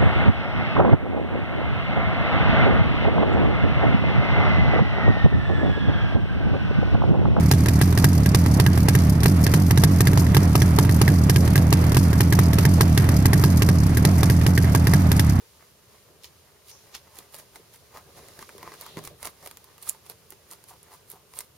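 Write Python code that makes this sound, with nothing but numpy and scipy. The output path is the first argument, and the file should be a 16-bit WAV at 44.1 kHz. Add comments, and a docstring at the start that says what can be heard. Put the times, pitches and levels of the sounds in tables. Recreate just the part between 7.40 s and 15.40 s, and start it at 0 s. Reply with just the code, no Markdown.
"""Idling two-stroke motorcycle

A single-cylinder two-stroke idles outdoors, a metre from a phone. It fires irregularly, often only every few turns:
each firing kicks the crank and cracks out of the pipe as a pressure wave with gas rushing behind it.
Then the crank coasts and slows while the unfired cylinder gulps gas back through the exhaust port. The silencer
and header chamber ring, the running gear clatters; the phone's two ports differ most in the treble."""
import sys
import numpy as np
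from scipy import signal
from scipy.fft import rfft, irfft
from scipy.io import wavfile
from scipy.ndimage import uniform_filter1d

SR = 44100
rng = np.random.default_rng(int(sys.argv[2]) if len(sys.argv) > 2 else 0)


def transcribe(signal):
    """Save signal, clipped to [-1, 1], as a 16-bit WAV file at the path in sys.argv[1]."""
    frames = np.atleast_2d(signal).T
    limited = np.clip(frames, -1, 1)
    pcm = np.round(limited * 32767).astype(np.int16)
    wavfile.write(sys.argv[1], SR, pcm)


def field_ratio(decibels):
    """Amplitude ratio for a level in dB (20 dB per decade); scalars and array-likes work."""
    return 10 ** (np.asarray(decibels, dtype=float) / 20)


N = 352800

# gas rushing out as each wave reaches the outlet:
# (delay after port opening [ms], relative level [dB], nominal rise to the peak [ms], tightness [power])
RUSH_PUFFS = [(-2.5, 2.5, 4.87, 3.98), (-7, -11.5, 2.61, 1.66), (3, -10.5, 3.91, 1.49),
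              (7, -12.5, 5.06, 2.13), (1.5, -21.5, 5.83, 1.14)]


def curve(points, column):
    """One column of a spectrum table on every frequency bin, interpolated over log frequency."""
    table = np.array(points, float)
    return np.interp(np.log(np.fft.rfftfreq(N, 1 / SR) + 1), np.log(table[:, 0]), table[:, column])


def colour(x, points, column=1):
    """Filter to a (frequency [Hz], gain [dB]) shape."""
    return irfft(rfft(x) * field_ratio(curve(points, column)), N)


def unit(x):
    """Scale to rms 1."""
    return x / np.sqrt(np.mean(x ** 2))


def pair():
    """White noise at two ports whose likeness varies with frequency, made from mid and side noise."""
    # left-right likeness of noise at the phone: (frequency [Hz], likeness [0-1])
    likeness = [(40, 0.4), (150, 1), (300, 0.92), (520, 0.58), (800, 0.44), (1400, 0.07), (3000, 0.46),
                (9000, 0.28)]
    alike = np.clip(curve(likeness, 1), 0, 1)
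    mid, side = rfft(rng.standard_normal((2, N)))
    mid = mid * np.sqrt((1 + alike) / 2)
    side = side * np.sqrt((1 - alike) / 2)
    return irfft(mid + np.outer([1, -1], side), N)


def walk(rate):
    """Random levels held 1 / rate s and slewed twice."""
    hold = int(SR / rate)
    steps = np.repeat(rng.standard_normal(N // hold + 1), hold)
    return 1.02 * uniform_filter1d(uniform_filter1d(steps, hold), hold)[:N]


def bands(x, edges_hz, floor=0):
    """Split a sound at the edges into bands that sum to the sound less its floor."""
    lows = [floor] + [signal.filtfilt(*signal.butter(2, hz, fs=SR), x) for hz in edges_hz] + [x]
    return [upper - lower for lower, upper in zip(lows, lows[1:])]


def add(track, s, shape):
    """Lay a short shape on a track from time s."""
    i = int(s * SR)
    start, end = max(i, 0), min(i + len(shape), N)
    if end > start:
        track[start:end] += shape[start - i:end - i]


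def crank():
    """Every port opening as (s, burn, crack, ring, knock dB); between firings the speed falls evenly."""
    # firings and, with the faintest cracks, misfires of a stumbling crank, timed at the port opening:
    # (time [s], crank turns since the row before [count], then relative levels of
    # crack [dB], silencer ring [dB], knock [dB])
    firings = [(0.1127, 4, -16, -25, -22), (0.1351, 1, -29, -36, -33), (0.2587, 5, -25, -29, -29),
               (0.2839, 1, -22, -29, -29), (0.4131, 5, -17, -24, -22), (0.5247, 5, -31, -38, -30),
               (0.5748, 2, -20, -26, -28), (0.6424, 3, -15, -22, -21), (0.859, 9, -22, -29, -32),
               (0.9462, 3, -16, -24, -23), (1.0603, 5, -25, -30, -29), (1.1982, 5, -17, -25, -22),
               (1.2629, 3, -22, -23, -27), (1.3749, 5, -26, -32, -27), (1.4846, 4, -17, -24, -22),
               (1.5504, 3, -20, -23, -28), (1.753, 8, -35, -45, -39), (1.7785, 1, -45, -49, -39),
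               (1.8034, 1, -31, -47, -40), (1.8317, 1, -20, -31, -29), (1.8574, 1, -18, -24, -22),
               (2.0649, 9, -22, -25, -29), (2.1377, 3, -18, -25, -22), (2.3079, 8, -19, -25, -27),
               (2.3742, 3, -21, -25, -28), (2.4358, 3, -16, -25, -23), (2.6054, 8, -18, -26, -24),
               (2.6705, 3, -20, -21, -30), (2.7313, 3, -29, -34, -29), (2.7739, 2, -22, -31, -25),
               (2.8657, 4, -30, -34, -37), (2.9456, 3, -19, -24, -29), (2.9671, 1, -18, -27, -22),
               (3.1533, 8, -18, -29, -21), (3.2179, 3, -20, -23, -29), (3.3861, 7, -16, -26, -21),
               (3.4487, 3, -30, -36, -31), (3.4925, 2, -26, -29, -31), (3.6145, 5, -16, -26, -22),
               (3.6781, 3, -21, -20, -28), (3.8957, 9, -17, -24, -23), (3.9594, 3, -20, -28, -30),
               (4.0758, 5, -25, -32, -30), (4.1559, 3, -20, -22, -29), (4.1771, 1, -23, -33, -32),
               (4.3258, 6, -18, -27, -22), (4.4393, 5, -30, -41, -32), (4.5182, 3, -26, -35, -30),
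               (4.5447, 1, -24, -36, -32), (4.5678, 1, -17, -28, -22), (4.7293, 7, -25, -33, -30),
               (4.8054, 3, -18, -25, -24), (4.9242, 5, -20, -22, -27), (4.9891, 3, -19, -25, -22),
               (5.1313, 6, -23, -31, -33), (5.1845, 2, -20, -30, -27), (5.2516, 3, -19, -21, -26),
               (5.4079, 7, -16, -22, -21), (5.5755, 7, -17, -22, -30), (5.5975, 1, -30, -34, -36),
               (5.6417, 2, -31, -34, -33), (5.6886, 2, -23, -31, -29), (5.8553, 6, -17, -24, -23),
               (5.9316, 3, -18, -21, -27), (5.9936, 3, -32, -38, -31), (6.0374, 2, -19, -27, -23),
               (6.2202, 8, -17, -27, -25), (6.2876, 3, -21, -25, -29), (6.4952, 8, -36, -42, -37),
               (6.5202, 1, -44, -47, -40), (6.5451, 1, -33, -46, -38), (6.5703, 1, -21, -27, -30),
               (6.6499, 3, -16, -24, -23), (6.8308, 8, -18, -28, -23), (6.898, 3, -22, -25, -29),
               (7.0126, 5, -30, -36, -37), (7.0641, 2, -19, -27, -25), (7.1762, 5, -21, -19, -31),
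               (7.2436, 3, -30, -34, -35), (7.3485, 4, -18, -27, -23), (7.4694, 5, -22, -23, -27),
               (7.5354, 3, -19, -23, -24), (7.7158, 8, -20, -27, -27), (7.7942, 3, -19, -23, -29),
               (7.9565, 6, -36, -48, -37), (7.9898, 1, -40, -46, -34)]
    # a turn that does not fire: relative levels of (crack [dB], ring [dB], knock [dB])
    idle_puff_db = (-36, -50.5, -37.5)
    first_opening_s = 0.0056
    drag = 98  # turns a second lost per second of coasting
    kick_ms = 2.318  # a burn of 1 hurries the crank to the port this much early
    # the burn grows with the crack: none up to faint_db, nearing full_burn over a few burn_db above it
    full_burn, faint_db, burn_db = 0.933, -38.5, 6.5
    scatter_db, apart_db = 2.5, 1.83  # chance in the crack alone, and in each level

    turns, before = [(first_opening_s, 0, *idle_puff_db)], first_opening_s
    for s, count, *db in firings:
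        burn = full_burn * (1 - np.exp(-max(db[0] - faint_db, 0) / burn_db))
        gap = s - before + kick_ms * burn / 1000
        speed = count / gap + drag * gap / 2  # turns a second just after the last row
        for k in range(1, count):
            coast = (speed - np.sqrt(speed ** 2 - 2 * drag * k)) / drag
            chance = apart_db * rng.standard_normal(3)
            chance[0] += scatter_db * rng.standard_normal()
            turns.append((before + coast, 0, *(chance + idle_puff_db)))
        turns.append((s, burn, *db))
        before = s
    return np.array(turns)


def pipe(turns):
    """A gulp on every turn, a blast on top when it fires; the returns shift with the crank's pace."""
    # pressure wave and its returns along the pipe, for a 24 ms turn: (delay [ms], relative pressure,
    # width [ms], delay added [ms per ms of longer turn], share of pressure added [per ms of longer turn])
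    gulp_waves = [(0.6385, -0.68, 1.1466, -0.0213, 0.0308), (5.732, -0.4604, 2.364, -0.223, -0.038),
                  (11.715, -0.665, 1.906, 0.091, -0.0106), (15.764, 0.0296, 0.635, 0.00036, -0.157),
                  (18.19, -0.33, 3.63, 0.409, -0.0068), (30.132, 0.246, 1.548, 0.3015, -0.011)]
    # the same columns for a burn, whose size scales the pressure
    blast_waves = [(0.4682, 0.806, 0.913, -0.0183, -0.00077), (4.462, -0.438, 0.731, 0.0425, -0.022),
                   (9.914, 0.653, 1.907, 0.00066, -0.066), (18.526, 0.345, 1.405, 0.466, -0.049),
                   (24.23, 0.342, 1.41, 0.404, -0.055), (31.47, 0.147, 4.9, -0.14, 0.105)]
    # the burn itself, ahead of the port: (delay [ms], relative pressure [per ms of turn over 24], width [ms])
    thump_wave = (-7, .03, 1.2)
    # a hard burn steepens the wave at the port:
    # (delay [ms], relative pressure at a -22 dB knock, width [ms])
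    steep_waves = [(-3.5, .1, 2.0), (0.1, .1, .65), (1.7, -.12, .65)]
    size_db, lag_ms = 0.5, 0.06  # chance in each wave
    wave, ms = np.zeros(N), np.arange(-440, 440) / SR * 1000
    longer = np.diff(turns[:, 0], append=turns[-1, 0] + 0.03) * 1000 - 24
    for (s, burn, knock_db), now, before in zip(turns[:, [0, 1, 4]], longer, np.roll(longer, 1)):
        waves = []
        for table, size in ((gulp_waves, 1), (blast_waves, burn)):
            waves += [(d + shift * now, size * p * (1 + grow * now), w) for d, p, w, shift, grow in table]
        # a slow crank holds the charge longer, so the burn thumps harder
        waves.append((thump_wave[0], burn * thump_wave[1] * max(before, 0), thump_wave[2]))
        waves += [(d, burn * p * field_ratio(2 * (knock_db + 22)), w) for d, p, w in steep_waves]
        chances = rng.standard_normal((len(waves), 2))
        for (delay, pressure, width), (a, b) in zip(waves, chances):
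            bump = pressure * field_ratio(size_db * a) * np.exp(-0.5 * (ms / width) ** 2)
            add(wave, s + (delay + lag_ms * b + ms[0]) / 1000, bump)
    # a small outlet radiates no steady flow
    radiated = signal.lfilter(*signal.butter(2, 58, "high", fs=SR), wave)
    # tailpipe colour: (frequency [Hz], gain [dB])
    outlet_tone = [(40, -4), (70, 1), (160, 3.5), (190, 2), (218, -3.5), (260, 6), (305, 1), (340, -2.5),
                   (420, 4), (600, 1.5)]
    return colour(field_ratio(-0.9266) * radiated, outlet_tone)


def rush(turns, column, stretch=0.836, uneven_db=1.0, late_ms=0.0, puffs=RUSH_PUFFS):
    """Turbulent noise in puffs that follow the waves out of the pipe, sized by one level column of the turns."""
    gate, ms = np.zeros(N), np.arange(3000) / SR * 1000
    # each puff swells to its peak and dies; a higher power makes it shorter
    shapes = [field_ratio(db) * (ms / top * np.exp(1 - ms / top)) ** (2 * tight / stretch)
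              for _, db, top, tight in puffs]
    for row, chance in zip(turns, rng.standard_normal((len(turns), 2 * len(RUSH_PUFFS)))):
        # cold gas leaves more evenly over the returns
        lift_db = 6.35 * max(1 - row[1], 0)
        for k, shape in enumerate(shapes):
            db = row[column] + (k > 0) * (lift_db + uneven_db * chance[k])
            delay_ms = puffs[k][0] + late_ms * chance[-k - 1]
            add(gate, row[0] + delay_ms / 1000, shape * field_ratio(db))
    return gate * pair()


def crack(turns):
    """The steep front snaps, the gas behind it tears; eddies of each size swell apart."""
    # overall crack colour: (frequency [Hz], gain [dB])
    crack_tone = [(1100, -38.5), (2000, -6), (2500, 7), (3400, 3.5), (5000, 2), (8000, 1.5), (14300, 12.5)]
    # gas behind the front is hollower: (frequency [Hz], gain [dB])
    tail_tone = [(2000, 9), (2500, -1), (3700, -1), (4800, 2), (8000, 3), (14300, 0.5)]
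    # unburnt gas is hollower: (frequency [Hz], gain [dB])
    cold_tone = [(2000, 3), (2500, -12), (3700, -11), (4600, 0.5), (5500, 0), (6500, 1), (14300, -2)]
    # dull gas ahead of a burn's front:
    # (delay [ms], relative level [dB], nominal rise to the peak [ms], tightness [power])
    leak_puff = (-9, -17.5, 4, 0.25)
    # colour of that gas: (frequency [Hz], gain [dB])
    leak_tone = [(600, -13), (900, 5.5), (2600, 4), (4000, -12)]
    # edges of the bands that swell apart: (frequency [Hz])
    eddy_hz = (3800, 6800, 10000)
    shock = np.zeros(N)
    steepness = np.clip((turns[:, 1] - 0.75) / 0.139, 0, 1)  # only strong burns snap
    shock[(turns[:, 0] * SR).astype(int) + 80] = -field_ratio(turns[:, 2] + 12) * steepness
    fired = turns[:, 1] > 0.6
    hot, unburnt = turns[fired], turns[~fired]
    front = rush(hot, column=2, puffs=RUSH_PUFFS[:1])
    tail = colour(rush(hot, column=2, uneven_db=2.0, late_ms=0.36, puffs=RUSH_PUFFS[2:]), tail_tone)
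    cold = colour(rush(unburnt, column=2, stretch=1.618, late_ms=2.08), cold_tone)
    gas = field_ratio(-3.5) * (front + tail + cold)
    gas = sum(band * field_ratio(2.5 * walk(70)) for band in bands(gas, eddy_hz))
    leak = colour(rush(hot, column=2, puffs=[leak_puff]), leak_tone)
    return colour(gas + shock, [*crack_tone, (15500, -29.5)]) + leak


def knock(turns):
    """The wave front shoves the pipe wall out and back, steeply harder in strong burns; gas rushes with it."""
    # colour of the knock: (frequency [Hz], gain [dB])
    knock_tone = [(400, 3.5), (600, -2.5), (850, 5), (1050, 5), (1300, 1), (1600, -8)]
    blow = np.zeros(N)
    blow[(turns[:, 0] * SR).astype(int) + 25] = field_ratio(1.5015 * turns[:, 4] + 29)
    shove = blow - np.roll(blow, 22)
    gas = field_ratio(-2.5) * rush(turns, column=4, stretch=1.0, puffs=RUSH_PUFFS[:3])
    return field_ratio(10) * colour(shove + gas, [(100, -39.5), *knock_tone, (2500, -47.5)])


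def silencer(turns):
    """The silencer chambers ring from the wave front, its first return and the gas behind it."""
    # chambers: (nominal frequency [Hz], width [Hz], relative level [dB],
    # relative drive by the wave front [dB], relative drive by the first return [dB])
    chambers = [(1647.3, 58, 6.5, -1.5, -9.5), (1835.8, 146, 1.5, 1.5, -15.5),
                (1974.5, 141, -2.5, 0, -14.5)]
    click_db, ring_db, scatter_db = 3, 12, 4.0
    out, gas = 0, field_ratio(-9) * rush(turns, column=3)
    bend = rng.standard_normal(len(turns))
    cycle, swell = np.arange(70) / SR, np.hanning(70)
    for hz, width, db, front_db, return_db in chambers:
        drive = np.zeros(N)
        # the front swells over a few cycles and catches each chamber differently every time
        for row, c, (a, b) in zip(turns, bend, rng.standard_normal((len(turns), 2))):
            tone = np.sin(2 * np.pi * hz * (1 + 0.0416 * c) * cycle + 1.21 * c)
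            push = swell * tone * field_ratio(row[3] + click_db)
            add(drive, row[0] - 0.0012, push * field_ratio(front_db + scatter_db * a / 3))
            add(drive, row[0] + 0.0055 + 0.0006 * b, push * field_ratio(return_db + scatter_db * b))
        ring = signal.lfilter(*signal.iirpeak(hz, hz / width, fs=SR), drive + gas)
        out = out + field_ratio(db + ring_db) * ring
    return signal.lfilter(*signal.butter(3, [1500, 2300], "band", fs=SR), out)  # the chambers pass one band


def chamber(turns):
    """Unburnt gulps ring the header chamber, harder on a quick crank, softer in the hot gas after a burn."""
    ring_hz, t60_ms, base_db, delay_ms = 277.55, 67.5, -25, -1.39
    slow_db, hot_db, scatter_db = -1.61, -6, 3.0  # per ms of longer turn, per burn before, chance
    wave, ms = np.zeros(N), np.arange(2600) / SR * 1000
    ring = -np.sin(2 * np.pi * ring_hz * ms / 1000) * field_ratio(-60 * ms / t60_ms)
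    longer = np.clip(np.diff(turns[:, 0], prepend=-0.02) * 1000 - 24, -6, 3)
    db = base_db + slow_db * longer + hot_db * np.roll(turns[:, 1], 1)
    db = db + scatter_db * rng.standard_normal(len(turns))
    for (s, burn), size in zip(turns[:, :2], field_ratio(db)):
        add(wave, s + delay_ms / 1000, ring * size * max(1 - burn, 0))
    return wave


def clatter():
    """A steady bed: rumble of gas in the pipe below, flickering clatter of the running gear above."""
    # rumble and clatter spectrum: (frequency [Hz], relative density [dB per Hz])
    bed_tone = [(25, -49.5), (50, -63), (90, -11.5), (170, 4), (300, -10), (450, -16.5), (560, -20.5),
                (660, -18), (790, -23.5), (1100, -23.5), (1500, -27), (2050, -28), (2600, -33.5),
                (3600, -39.5), (5500, -45.5), (7600, -42), (14300, -42.5)]
    # edges of the rattling bands: (frequency [Hz])
    rattle_hz = (600, 900, 1400, 2200, 3000, 3800, 5000, 7000, 9500)
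    noise = colour(pair(), bed_tone)
    bass = signal.sosfiltfilt(signal.butter(2, 380, fs=SR, output="sos"), noise)
    # loose parts of each size rattle in their own fits
    rattle = sum(band * field_ratio(2.83 * walk(45) + 1.66 * walk(14)) for band in bands(noise, rattle_hz, bass))
    return field_ratio(-29.5) * unit(bass) + field_ratio(-34.5) * unit(rattle) * field_ratio(1.115 * walk(40))


def drift(bike):
    """The 300-600 Hz body changes level as the phone drifts."""
    # gain of the body: (time [s], gain [dB])
    body_gain = [(0, 0.76), (2, 0.45), (4, 1), (5.5, 0.5), (7, 0.18), (8, -3.5)]
    body = signal.filtfilt(*signal.butter(2, [300, 600], "band", fs=SR), bike)
    gain = field_ratio(np.interp(np.arange(N) / SR, *np.array(body_gain).T))
    return bike + body * (gain - 1)


def scene():
    """Pipe, gas, silencer and running gear at the phone."""
    turns = crank()
    bike = pipe(turns) + crack(turns) + knock(turns) + silencer(turns) + chamber(turns) + clatter()
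    return drift(bike)


def top_cut(x):
    """Nothing passes above the cut-off."""
    return signal.sosfilt(signal.butter(12, 15490, fs=SR, output="sos"), x)


def record(dry):
    """Each port has its own colour, the left hears a touch later; peaks are rounded, the top is cut."""
    # colour of the two microphone ports: (frequency [Hz], left gain [dB], right gain [dB])
    port_tone = [(30, 0.5, -0.5), (60.3, 0, -1.5), (97.4, -2, 0.72), (125.3, -2, 0.5), (315, 1.55, 0.28),
                 (672, -0.5, 4.5), (2220, -0.5, 1.5), (4980, -1, 7), (6170, 2, 5), (8070, 0.5, -5),
                 (8760, 2.5, -0.5), (9870, 3, -12.5), (14090, -3.5, -24)]
    # phase turn of the left port, negative is later: (frequency [Hz], phase [radians])
    left_phase = [(0, 0), (250, -0.1), (560, -0.6), (900, -0.1), (1120, -5.2), (1550, -7.5), (1810, -6.3),
                  (2070, -6.9), (2930, -8.7), (3620, -8.2), (5080, -7.8), (5430, -7.1), (7840, -9.5),
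                  (8440, -8.3), (14200, -13.0), (15100, -11.5)]
    lag = np.exp(1j * np.interp(np.fft.rfftfreq(N, 1 / SR), *np.array(left_phase).T))
    left = colour(irfft(rfft(dry[0]) * lag, N), port_tone, column=1)
    right = colour(dry[1], port_tone, column=2)
    ceiling, top_hz = 1.1, 14224
    rounded = ceiling * np.tanh(np.array([left, right]) / ceiling)
    cut = signal.sosfilt(signal.ellip(8, 0.2, 60, top_hz, fs=SR, output="sos"), rounded)
    return top_cut(cut)


dry = scene()
out = record(dry)
transcribe(out)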